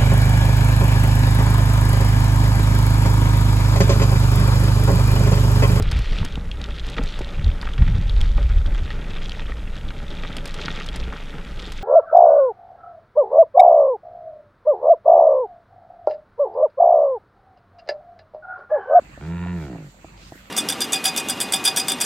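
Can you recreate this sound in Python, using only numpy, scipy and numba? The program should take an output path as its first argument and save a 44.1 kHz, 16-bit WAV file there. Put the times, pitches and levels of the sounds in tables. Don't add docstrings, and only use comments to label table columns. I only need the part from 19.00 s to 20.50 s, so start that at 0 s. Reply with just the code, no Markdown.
import sys
import numpy as np
from scipy import signal
from scipy.io import wavfile
from numba import njit

SR = 44100
rng = np.random.default_rng(int(sys.argv[2]) if len(sys.argv) > 2 else 0)


def generate_wav(sig):
    pcm = np.round(np.clip(np.atleast_2d(sig).T, -1, 1) * 32767).astype(np.int16)
    wavfile.write(sys.argv[1], SR, pcm)


def invert_db(x):
    u = np.asarray(x, float) / 20
    return 10 ** u


N = 66150
VOICE_PAN_DB, VOICE_LAG_S = -1.2, 0.00002


def rms_one(x):
    return x / np.sqrt(np.mean(x ** 2) + 1e-20)


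def at_hz(points, hz):
    point_hz, values = np.transpose(points)
    return np.interp(np.log(hz), np.log(point_hz), values)


def drift(rate_hz):
    r = np.exp(-80 * np.pi * rate_hz / SR)
    slow = signal.lfilter([1], [1, -2 * r, r * r], rng.standard_normal(N // 40 + 2002))[2000:]
    return np.interp(np.arange(N) / 40, np.arange(len(slow)), rms_one(slow))


@njit
def resonate(x, turn, r):
    y = np.zeros(len(x))
    for i in range(2, len(x)):
        drive = (1 - r * r) / 2 * (x[i] - x[i - 2])
        y[i] = drive + 2 * r * np.cos(turn[i]) * y[i - 1] - r * r * y[i - 2]
    return y


def tube(x, hz, width_hz):
    return resonate(x + 1e-18, 2 * np.pi * hz / SR * np.ones(N), np.exp(-np.pi * width_hz / SR))


def double_tube(x, hz, width_hz):
    return tube(tube(x, hz, width_hz), hz, width_hz)


def low_pass(x, hz):
    return signal.sosfilt(signal.butter(2, hz, fs=SR, output="sos"), x)


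def band(x, low, high):
    return signal.sosfilt(signal.butter(2, [low, min(high, 0.45 * SR)], "band", fs=SR, output="sos"), x)


def knock(s, db, hz, t60):
    t = np.maximum(np.arange(N) / SR - s, 0)
    onset = np.minimum(0.5 + hz * t, 1)
    return -invert_db(db - 60 * t / t60) * onset * np.sin(2 * np.pi * hz * t)


def placed(x, pan_db, lag_s):
    late = np.interp(np.arange(N) - lag_s * SR, np.arange(N), x)
    return np.array([x * invert_db(pan_db / 2), late * invert_db(-pan_db / 2)])


# (frequency [Hz], likeness [0..1])
LIKENESS = [(60, .97), (300, 0.94), (1000, 0.21), (2500, 0.05), (5000, 0.017)]
# (frequency [Hz], level difference [dB])
LEAN = [(60, -3), (400, -0.5), (1400, -4.2), (2800, -1.5), (5000, -7.5), (9000, -6), (14000, 2.5)]


def spread(white, hz):
    alike = np.clip(at_hz(LIKENESS, hz), 0, 1)
    lean = at_hz(LEAN, hz) / 2
    middle = np.sqrt(1 + alike) * white[0]
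    side = np.sqrt(1 - alike) * white[1] * [[1], [-1]]
    return (middle + side) * invert_db(np.array([[lean], [-lean]]))


# (time [s], pitch [Hz], level [dB], brightness [dB], neck opening [dB])
GROAN = [
    (0.199, 69, -34, -17.5, 3),
    (.27, 82.58, -31, -15.5, -0.5),
    (0.339, 86.02, -29.5, -16.5, -2.5),
    (0.492, 89.25, -29, -13.5, -4.5),
    (.555, 86.97, -30, -17, -0.7),
    (.64, 74.17, -30, -17, 3.5),
    (.73, 58.36, -36.5, -17.5, 9.5),
    (.83, 49.85, -38.5, -26, 3),
    (0.906, 44.5, -47, -29, -10.5),
]
# (frequency [Hz], width [Hz], level [dB], share of pitch followed [0..1])
NECK_SAC = [(176, 66, 0, .2), (345, 105, -12, .52), (640, 150, -23, .03)]
# (frequency [Hz], width [Hz], level [dB])
THROAT = [(733, 160, -7.5), (963, 131, 6), (1422, 83, 3.5), (1743, 153, 3.5), (2530, 614, -2.5),
          (2615, 79, 4), (3760, 400, -9)]


def neck_sac(pulses, stretch, open_db):
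    soft = low_pass(pulses, 830)
    soft = soft - 0.93 * tube(soft, 244 * stretch ** 0.33, 45)
    out = 0
    for k, (hz, width_hz, db, follows) in enumerate(NECK_SAC):
        gain = invert_db(db + open_db * (k > 0))
        out = out + gain * double_tube(soft, hz * stretch ** follows, width_hz)
    return rms_one(out)


def upper_throat(raspy, stretch):
    out = 0
    for k, (hz, width_hz, db) in enumerate(THROAT):
        out = out + (-1) ** k * invert_db(db) * tube(raspy, hz * stretch ** 0.93, width_hz)
    return rms_one(band(out, 500, 3300))


def groan():
    t = np.arange(N) / SR
    s, *columns = np.transpose(GROAN)
    hz, level_db, bright_db, open_db = [np.interp(t, s, c) for c in columns]
    turns = 0.3 + np.cumsum(hz * (1 + 0.0034 * drift(25))) / SR
    stretch = hz / 88

    def pulse_train(lead_s):
        phase = 2 * np.pi * (turns + hz * lead_s)
        return rms_one(sum(np.cos(k * phase) for k in range(1, 56))) * invert_db(1.8 * drift(30))

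    open_s, closing_lead_s = 0.00213, 0.00042
    pulses = pulse_train(0)
    opening = pulse_train(open_s + closing_lead_s)
    closing = pulse_train(closing_lead_s)
    gate = np.exp(1.05 * np.cos(2 * np.pi * (turns + 0.045)))
    breath = rms_one(band(gate * rng.standard_normal(N), 300, 4000))
    raspy = opening + 0.49 * closing + 0.33 * breath

    chest_db = -2 + 15 * np.log2(hz / 79.3)
    chest = invert_db(chest_db) * np.cos(2 * np.pi * (turns - 0.17))
    attack = np.clip((t - s[0]) / 0.014, 0, 1)
    release = np.clip((s[-1] - t) / 0.01, 0, 1)
    on = invert_db(level_db) * attack * release

    body = placed(on * (neck_sac(pulses, stretch, open_db) + chest), VOICE_PAN_DB, VOICE_LAG_S)
    bright = placed(on * invert_db(bright_db + 2) * upper_throat(raspy, stretch), -1, 0.00004)
    echo_s = (0.00144, 0.00223)
    echo = np.array([np.roll(v, round(lag * SR)) for v, lag in zip(bright, echo_s)])
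    return body + bright + invert_db(-20.5) * echo


# (time [s], peak level [dB], tuning ratio)
THUMPS = [
    (0.176, -34, 0.88),
    (.462, -31, 1.07),
    (.7575, -32.5, 1.05),
    (1.0454, -31.5, 1.004),
    (1.3218, -30.5, 1.015),
]
# (frequency [Hz], level [dB], 60 dB decay [s])
THUMP_BODY = [(147, -3.5, .04), (329, 1.5, .03), (481, -6, 0.025), (653, 2, 0.024), (750, -5, 0.024)]


def thumps():
    out = 0
    for s, db, ratio in THUMPS:
        for hz, own_db, t60 in THUMP_BODY:
            out = out + knock(s, db + own_db, hz * ratio, t60)
    return low_pass(out, 1040)


# (time [s], level [dB], frequency [Hz], 60 dB decay [s])
TICKS = [(.02, -32, 244, 0.019), (0.095, -39.5, 293, 0.052), (0.944, -39.5, 591, 0.015),
         (1.085, -45, 1260, 0.017), (1.178, -33.5, 2550, 0.0021), (1.1772, -41.5, 4700, 0.0048),
         (.922, -44, 12800, 0.002075), (0.579, -48, 12500, .002), (1.232, -34.5, 262, 0.02),
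         (1.356, -26, 283, 0.01), (1.378, -41, 1900, 0.02)]


def ticks():
    return sum(knock(*row) for row in TICKS)


# (time [s], length [s], level [dB], centre frequency [Hz])
RUSTLES = [(0.176, 0.15, -58, 3860), (0.534, 0.17, -57, 4200), (0.876, 0.043, -60, 3420),
           (1.158, 0.16, -50, 3300), (1.228, 0.19, -59.5, 6100), (1.12, 0.32, -70, 1430),
           (1.294, 0.24, -54.5, 2160), (.52, .17, -71, 12500), (0.805, 0.09, -70, 12260),
           (1.215, 0.11, -70.5, 12000), (1.283, 0.15, -61.5, 13300), (1.397, 0.15, -65, 13000)]


def rustles():
    out, t = 0, np.arange(N) / SR
    for s, length, db, hz in RUSTLES:
        hits = rng.random((2, N)) < 3500 / SR
        grains = rng.standard_normal((2, N)) * (0.18 + hits)
        progress = np.clip((t - s) / length, 0, 1)
        swell = np.sin(np.pi * progress ** 1.34) ** 0.65 * invert_db(0.83 * drift(30))
        reach = 2 ** (0.76 * min(1, 4000 / hz))
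        out = out + invert_db(db) * swell * rms_one(spread(band(grains, hz / reach, hz * reach), hz))
    return out


# (frequency [Hz], density [dB])
YARD_LOW = [(32, -42), (55, -2), (204, -4), (467, -16.5), (531, -11), (604, -15), (817, -13.5),
            (2500, -16.5), (3250, -29.5), (5500, -120)]
# (frequency [Hz], density [dB])
YARD_HIGH = [(2000, -30.5), (2900, -8.5), (4300, -2.5), (5500, -14.5), (7500, -1), (8400, -12), (9200, -31),
             (13500, -12), (15700, -24)]


def yard_noise(spectrum, patchy_db):
    out, together = 0, drift(2.1)
    lowest, highest = spectrum[0][0], spectrum[-1][0]
    edges = np.geomspace(lowest, highest, 1 + round(4 * np.log2(highest / lowest)))
    white = rng.standard_normal((2, 2, N + 8000))
    for k, (low, high) in enumerate(zip(edges, edges[1:])):
        hz = np.sqrt(low * high)
        gain = invert_db(at_hz(spectrum, hz) + patchy_db * (0.5 * together + drift(12.7)))
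        settled = band(white[k % 2], low, high)[:, 8000:]
        out = out + gain * spread(settled, hz)
    return rms_one(out)


def yard():
    left, right = yard_noise(YARD_LOW, patchy_db=3.78)
    low = np.array([left, np.roll(right, round(0.00022 * SR))])
    return invert_db(-48) * low + invert_db(-59) * yard_noise(YARD_HIGH, patchy_db=1.35)


def hum():
    deep = rms_one(double_tube(rng.standard_normal(N), 47.9, 5.4))
    rumble = rms_one(double_tube(rng.standard_normal(N), 185.3, 25))
    return invert_db(-52.5) * deep + invert_db(-59) * rumble


def scene():
    near = placed(thumps() + ticks(), VOICE_PAN_DB, VOICE_LAG_S)
    return groan() + near + rustles() + yard() + hum()


def band_limit(x):
    return signal.sosfilt(signal.butter(12, 15730, fs=SR, output="sos"), x)


def record(dry):
    mix = signal.sosfilt(signal.butter(4, 39, "high", fs=SR, output="sos"), dry)
    return band_limit(mix)


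dry = scene()
out = record(dry)
generate_wav(out)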